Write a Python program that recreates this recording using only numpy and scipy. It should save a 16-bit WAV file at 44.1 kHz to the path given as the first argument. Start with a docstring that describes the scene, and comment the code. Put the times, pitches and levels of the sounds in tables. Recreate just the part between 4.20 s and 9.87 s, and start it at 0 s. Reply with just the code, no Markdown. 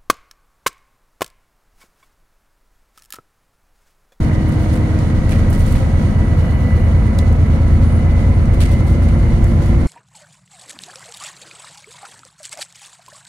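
"""A six-cylinder diesel engine drones inside a bus that slowly gathers speed in one gear.
Its harmonics beat once per cycle and sweep through the cabin's standing waves, while its firings
modulate a roar. Pump hum, gear whine and a thin turbocharger whistle rise with it; a fan holds its pitch.
Beneath them the uneven road forces the body to rumble, loose trim rattles on the bumps, and air hisses."""
import sys
import numpy as np
from scipy import signal
from scipy.fft import rfft, irfft, next_fast_len
from scipy.io import wavfile

SR = 44100
rng = np.random.default_rng(int(sys.argv[2]) if len(sys.argv) > 2 else 0)


def inscribe(sig):
    """Save sig as 16-bit PCM at rate SR to the path in sys.argv[1].

    A 1-D sig is mono; a 2-D sig holds one channel per row.
    Samples are clipped to [-1, 1] before scaling.
    """
    pcm = np.round(np.clip(np.atleast_2d(sig).T, -1, 1) * 32767)
    wavfile.write(sys.argv[1], SR, pcm.astype(np.int16))


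N = 250047
TIME, HZ = np.arange(N) / SR, np.fft.rfftfreq(N, 1 / SR)

# Likeness of left and right in the cabin's sound field: [f/Hz, correlation]
COHERENCE = [(60, 0.96), (99, 0.94), (160, 0.85), (270, 0.86), (450, 0.8), (740, 0.5), (1220, 0.06),
             (2010, -0.03), (3330, 0.0), (5500, 0.0), (9080, 0.02), (15000, 0.03)]
# Balance of that field: [f/Hz, left minus right/dB]
BALANCE = [(60, -0.5), (92, -0.5), (140, -1.0), (210, -1.0), (330, 1.0), (500, 2.0), (770, -0.5),
           (1170, -0.5), (1790, -2.0), (2740, -5.0), (4190, -7.5), (6410, -5.5), (9810, 3.5), (15000, 1.0)]
# Standing waves of the cabin: [f/Hz, half-width/Hz, gain at the seat/dB]
STANDING_WAVES = [(54.6, 1.2, 3), (82.02, 2.35, 6.5), (247.1, 3.95, 7), (326.5, 10.54, -15), (437, 3.3, 11),
                  (568, 19, 2.5)]
# Spectrum of rushing air: [f/Hz, relative density/dB]
HISS_SPECTRUM = [(1500, -10), (3200, 2), (4400, 1), (4900, -3), (6700, -2), (7600, -6.5), (9500, -3.5),
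                 (11000, -12), (13500, -18), (16000, -17)]
# Envelope of the hiss: [t/s, relative level/dB]
HISS_ENVELOPE = [(0.0, -49), (1.56, -48.5), (2.15, -51), (4.23, -51.5), (4.45, -50), (5.67, -50)]
# Resonances of an air leak: [f/Hz, half-width/Hz, relative level/dB]
LEAK_RESONANCES = [(2930, 113, 10), (4160, 81, 4), (11600, 750, 2), (14900, 500, -11)]
# Heave of the body on the uneven road: [t/s, relative level/dB]
ROAD_BUMPS = [(0.0, -22.5), (0.54, -31.8), (1.02, -20.3), (1.5, -18.2), (2.22, -23.1), (2.46, -29.6),
              (2.62, -25.5), (4.54, -20.3), (4.78, -26.5), (5.1, -17.5), (5.34, -22.4), (5.66, -19.1)]
# Spectrum of the body panels: [f/Hz, relative density/dB]
PANEL_SPECTRUM = [(30, -25), (45, -2), (65, -3.5), (85, -1.5), (110, -4.5), (145, -5.5), (180, -10),
                  (225, -7.5), (280, -16), (350, -17.5), (500, -49), (900, -93)]
# Spectrum of the loose trim: [f/Hz, relative density/dB]
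TRIM_SPECTRUM = [(700, -17), (1500, -8), (2100, -1), (2800, -3), (4400, -4.5), (7000, -5), (9500, -0.5),
                 (12000, -7), (16000, -13.5)]
# Rattles of the trim: [t/s, level before the envelope/dB, decay time/s, tilt/(dB per octave)]
TRIM_RATTLES = [(0.031, -41, 0.028, -3), (.28, -40.5, 0.015, 5), (0.32, -38, 0.014, -2),
                (.405, -43, 0.029, 12), (0.528, -39, 0.037, 1), (.553, -36.5, 0.023, -3),
                (1.092, -34, 0.053, -1), (1.117, -31, .045, -10), (1.299, -38, 0.032, 7),
                (1.33, -37.5, .037, 0), (1.378, -38, 0.045, 7), (1.4, -35, 0.031, -4),
                (1.46, -38.5, 0.089, 0), (1.515, -37.5, 0.048, 1), (1.551, -37, .04, -7),
                (4.336, -41.5, 0.028, -1), (4.402, -29.5, 0.044, -4), (4.413, -28.5, 0.037, -5),
                (4.511, -34, 0.026, -2.5), (4.665, -41, 0.043, 1), (4.82, -46, .04, 0),
                (4.885, -30.5, 0.0085, -5), (5.268, -46, .025, 4), (5.418, -40.5, .02, -2),
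                (5.455, -43, .03, 1)]
# Single impacts of a small part: [t/s, level of the snap/dB, f/Hz]
TRIM_TICKS = [(0.79, -32, 5900), (1.0945, -35, 5500), (1.329, -29, 7700), (2.9872, -24, 6950),
              (2.989, -38, 14000), (2.99, -26.5, 3900), (3.127, -36, 7200), (4.256, -37, 6500),
              (5.243, -32, 6500)]
# Partials of an electric fan: [f/Hz, level/dB]
FAN_PARTIALS = [(2197, -51.5), (4394, -64.5), (6591, -65.5)]
# Envelope of the gear whine: [t/s, relative level/dB]
GEAR_ENVELOPE = [(0, -54), (0.16, -42.5), (0.4, -64), (0.65, -50), (1.2, -46), (1.4, -49), (1.85, -50.1),
                 (2.08, -44), (2.28, -51), (2.5, -39), (2.7, -48.2), (3.0, -47.5), (3.45, -53), (4.03, -45),
                 (4.22, -51.7), (4.56, -41.5), (4.8, -48.5), (5.66, -55)]
# Pump harmonics before the standing waves: [multiple of pump rate, level at MID_SPEED/dB, rise/(dB/Hz)]
PUMP_HARMONICS = [(3, -28, -3), (4, -53.5, -4), (5, -44.5, 3), (6, -47, -3.5), (9, -49.5, -2.5),
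                  (12, -51.5, -1), (15, -59.5, -15)]
# Spectrum of tyre roar and engine clatter: [f/Hz, relative density/dB]
ROAR_SPECTRUM = [(200, -30.5), (350, -4.5), (420, -3), (510, 1.5), (600, -4), (730, -4.5), (830, -9),
                 (1000, -8), (1150, -11), (1330, -10.5), (1650, -14.5), (2150, -15), (2600, -23.5),
                 (3600, -39.5), (9000, -59)]
# Resonances of the engine bay: [f/Hz, half-width/Hz, level/dB]
CASING_RESONANCES = [(2004, 68, -46), (2925, 63, -54.5), (4410, 120, -65.5)]
# Engine speed, as the rate of four-stroke cycles: [t/s, f/Hz]
ENGINE_SPEED = [(0.0, 8.615), (0.7, 8.66), (1.4, 8.803), (2.1, 8.899), (2.8, 9.022), (3.5, 9.12),
                (4.2, 9.228), (4.9, 9.353), (5.67, 9.44)]
# Engine harmonics before the standing waves: [multiple of cycle rate, level at MID_SPEED/dB, rise/(dB/Hz)]
ENGINE_HARMONICS = [(5, -31.5, 13), (6, -22.5, 12.5), (8, -26, -1.5), (9, -21, 3.5), (10, -24.5, -6.5),
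                    (11, -29.5, 0.5), (12, -23.5, -4), (13, -31.5, 11), (14, -30.5, -6), (16, -29.5, 9.5),
                    (17, -29.5, -6), (18, -30, -1), (20, -38.5, -12), (21, -39.5, 2), (23, -32.5, -3.5),
                    (24, -30.5, 0.5), (26, -41.5, 3), (27, -37, 7), (28, -39.5, -13), (29, -42, -18.5),
                    (32, -39, -9.5), (39, -50, -18.5)]
MID_SPEED = 9.03  # cycle rate/Hz in mid-climb; every rise is per Hz of cycle rate above it


def gain_of(db):
    """Amplitude grows tenfold with every 20 dB."""
    return 10 ** (np.asarray(db) / 20)


def unit_rms(x):
    """Normalisation to a mean square of 1."""
    return x / np.sqrt(np.mean(x ** 2) + 1e-20)


def spectrum(points, hz):
    """Interpolation of a table on a logarithmic frequency axis."""
    f, value = np.transpose(points)
    return np.interp(np.log(hz + 1), np.log(f + 1), value)


def curve(points):
    """Linear interpolation of a time table at every sample."""
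    return np.interp(TIME, *np.transpose(points))


def add(mix, start_s, sound):
    """Superposition of a stereo sound on the mix."""
    part = mix[:, max(0, round(start_s * SR)):][:, :sound.shape[1]]
    part += sound[:, :part.shape[1]]


def drift(cutoff_hz, size=2048):
    """Low-pass filtered noise gives a slow random motion of rms 1."""
    hz = np.arange(size // 2 + 1) * SR / N
    slow = irfft(rfft(rng.standard_normal(size)) / (1 + (hz / cutoff_hz) ** 4))
    return unit_rms(np.interp(np.arange(N) * size / N, np.arange(size), slow))


def resonance_db(hz, centre_hz, half_width_hz):
    """A resonance curve, 6 dB down at one half-width from its centre."""
    return -20 * np.log10(1 + ((hz - centre_hz) / half_width_hz) ** 2)


def level_at_seat(hz, db, rise_db, speed):
    """A tone's level follows engine speed, and standing waves reinforce or cancel it at the seat."""
    waves_db = sum(lift * np.exp(-((hz - centre) / width) ** 2) for centre, width, lift in STANDING_WAVES)
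    return db + rise_db * (speed - MID_SPEED) + waves_db


def diffuse_noise(shape_db):
    """A diffuse field of rms 1: left and right are coherent in the bass, independent in the treble."""
    size = next_fast_len(N, True)
    hz = np.fft.rfftfreq(size, 1 / SR)
    left, independent = rfft(rng.standard_normal((2, size)))
    coherence = np.clip(spectrum(COHERENCE, hz), -1, 1)
    right = coherence * left + np.sqrt(1 - coherence ** 2) * independent
    lean = gain_of(spectrum(BALANCE, hz) / 2)
    pair = np.array([left * lean, right / lean]) * gain_of(np.interp(hz, HZ, shape_db))
    return unit_rms(irfft(pair, size)[:, :N])


def resonant_noise(modes):
    """Resonances under random excitation each give a band of noise."""
    return sum(gain_of(db) * diffuse_noise(resonance_db(HZ, hz, width)) for hz, width, db in modes)


def tone(hz, db, wobble_hz, flutter, lean_db, lag_rad):
    """Interference with shifting reflections makes a tone flutter; left and right differ in phase."""
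    phase = 2 * np.pi * np.cumsum(hz + wobble_hz * drift(8.6)) / SR
    sides = []
    for lag in (0, lag_rad):
        reflections = drift(30) * np.cos(phase) + drift(30) * np.sin(phase)
        sides.append(np.cos(phase + lag) + flutter * reflections)
    return gain_of(db) * unit_rms(np.array(sides) * gain_of([[lean_db / 2], [-lean_db / 2]]))


def air(swell_at_s=2.4, swell_half_width_s=0.3):
    """Rushing air radiates broadband hiss; a resonant leak swells once above a steady trickle."""
    hiss = diffuse_noise(spectrum(HISS_SPECTRUM, HZ)) * gain_of(curve(HISS_ENVELOPE) + 4 + 1.4 * drift(20))
    swell = np.exp(-((TIME - swell_at_s) / swell_half_width_s) ** 4)
    return hiss + resonant_noise(LEAK_RESONANCES) * (gain_of(-79) + gain_of(-64.5) * swell)


def road(speed):
    """Forced vibration: the uneven road heaves the body on its springs and shakes its panels."""
    bumps_db = curve(ROAD_BUMPS)
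    heave = gain_of(bumps_db + 0.5) * diffuse_noise(resonance_db(HZ, centre_hz=33.5, half_width_hz=12.3))
    panels_db = -19 + 0.12 * (bumps_db - bumps_db.mean()) + 2 * (speed - MID_SPEED)
    return heave + gain_of(panels_db) * diffuse_noise(spectrum(PANEL_SPECTRUM, HZ))


def rattle(level_db, decay_s, tilt_db, rise_s=0.00096, size=16384):
    """A dense run of tiny impacts excites loose trim, and damping makes it die away exponentially."""
    t, hz = np.arange(size) / SR, np.fft.rfftfreq(size, 1 / SR)
    contact_db = np.minimum(6 * rng.standard_normal(size // 64), 10)
    contacts = rng.standard_normal((2, size)) * np.repeat(gain_of(contact_db), 64)
    colour = gain_of(spectrum(TRIM_SPECTRUM, hz) + tilt_db * np.log2(np.maximum(hz, 1500) / 6000))
    sides = gain_of(spectrum(BALANCE, hz) * np.array([[.5], [-.5]]))
    chatter = unit_rms(irfft(rfft(contacts) * colour * sides))
    return gain_of(level_db) * chatter * (1 - np.exp(-t / rise_s)) * np.exp(-t / decay_s)


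def tick(level_db, pitch_hz, snap_s=0.001, echo_s=0.02, lean_db=-6, size=4096):
    """One hard impact of a small part gives a broadband snap, followed by brief reverberation."""
    t, hz = np.arange(size) / SR, np.fft.rfftfreq(size, 1 / SR)
    low_cut = 1 / (1 + (pitch_hz / 2 / (hz + 1)) ** 8)
    colour = gain_of(resonance_db(hz, pitch_hz, pitch_hz / 2)) * low_cut
    burst = unit_rms(irfft(rfft(rng.standard_normal((2, size))) * colour))
    envelope = np.exp(-t / snap_s) + gain_of(-17) * np.exp(-t / echo_s)
    return gain_of(level_db) * burst * envelope * gain_of([[lean_db / 2], [-lean_db / 2]])


def loose_trim(jiggles=40, jiggle_db=-57):
    """Impact noise: distinct rattles and ticks stand above faint jiggles at random times."""
    out = np.zeros((2, N))
    for start_s, *settings in TRIM_RATTLES:
        add(out, start_s, rattle(*settings))
    for start_s, *settings in TRIM_TICKS:
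        add(out, start_s, tick(*settings))
    for when, strength in rng.random((jiggles, 2)):
        jiggle = rattle(jiggle_db + 6 * (strength - .5), decay_s=.02, tilt_db=3, rise_s=.01)
        add(out, when * N / SR, jiggle)
    return out


def fan():
    """Steady rotation of an electric fan gives harmonics that hold their pitch."""
    return sum(tone(hz, db, wobble_hz=hz / 900, flutter=.35, lean_db=-8, lag_rad=1.2)
               for hz, db in FAN_PARTIALS)


def turbocharger(speed, duct_hz=9280):
    """A rising whistle fades in and out, favoured where it crosses a resonance of the intake duct."""
    hz = 9215 + 1510 * (speed - MID_SPEED)
    db = -60 + resonance_db(hz, duct_hz, half_width_hz=800) + 3.5 * drift(3.8)
    return tone(hz, db, wobble_hz=6, flutter=.35, lean_db=4, lag_rad=1.5)


def gearbox(speed, contacts_per_cycle=221.1):
    """Periodic tooth contact radiates a whine at the mesh frequency."""
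    db = curve(GEAR_ENVELOPE) + 1.2
    return tone(contacts_per_cycle * speed, db, wobble_hz=1, flutter=.16, lean_db=-3, lag_rad=.9)


def pump(speed, turns_per_cycle=12.057):
    """A belt-driven pump hums at harmonics of its rotation rate, in constant ratio to the engine."""
    out = np.zeros((2, N))
    for harmonic, db, rise_db in PUMP_HARMONICS:
        order = harmonic * turns_per_cycle
        hz = order * speed
        level_db = level_at_seat(hz, db, rise_db, speed) + drift(0.96)
        out += tone(hz, level_db, wobble_hz=order / 150, flutter=.1, lean_db=0, lag_rad=order / 250)
    return out


def roar_and_clatter(cycles, cylinders=6, depth=0.16):
    """Amplitude modulation at the firing rate pulses the roar and the resonances of the engine bay."""
    firing = 1 + depth * np.cos(2 * np.pi * cylinders * cycles)
    roar = diffuse_noise(spectrum(ROAR_SPECTRUM, HZ))
    roar *= gain_of(-30.5 + .5 * drift(11) + np.linspace(.4, -.4, N))
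    casing = resonant_noise(CASING_RESONANCES) * gain_of(1.4 * drift(7.7))
    return (roar + casing) * firing


def engine_drone(speed, cycles, unsteadiness=.08, spread_rad_per_hz=.0013):
    """Neighbouring harmonics of the engine cycle beat, so the drone throbs once per cycle."""
    out = np.zeros((2, N))
    for order, db, rise_db in ENGINE_HARMONICS:
        hz = order * speed
        phase = 2 * np.pi * (order * cycles + rng.random()) + unsteadiness * drift(14)
        rms = gain_of(level_at_seat(hz, db, rise_db, speed)) * (1 + unsteadiness * drift(3.9))
        # Shorter waves differ more in phase between left and right.
        offset = spread_rad_per_hz * hz.mean() * rng.choice([-1, 1])
        out += np.sqrt(2) * rms * np.cos([phase + offset, phase - offset])
    return out


def scene():
    """Superposition of all sources at a seat near the back."""
    speed = curve(ENGINE_SPEED)
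    cycles = np.cumsum(speed) / SR
    engine = engine_drone(speed, cycles) + roar_and_clatter(cycles)
    machinery = pump(speed) + gearbox(speed) + turbocharger(speed) + fan()
    return engine + machinery + road(speed) + air() + loose_trim()


def record(dry, fade_s=.004, cutoff_hz=15850):
    """Soft saturation rounds the highest peaks; the ends fade and a low-pass filter limits the band."""
    rounded = dry / (1 + dry ** 10) ** .1
    to_nearest_end_s = np.minimum(TIME, TIME[::-1])
    fade = np.sin(np.pi / 2 * np.minimum(to_nearest_end_s / fade_s, 1)) ** 2
    low_pass = signal.firwin(511, cutoff_hz, window=("kaiser", 9), fs=SR)
    return signal.oaconvolve(fade * rounded, low_pass[None], "same")


dry = scene()
out = record(dry)
inscribe(out)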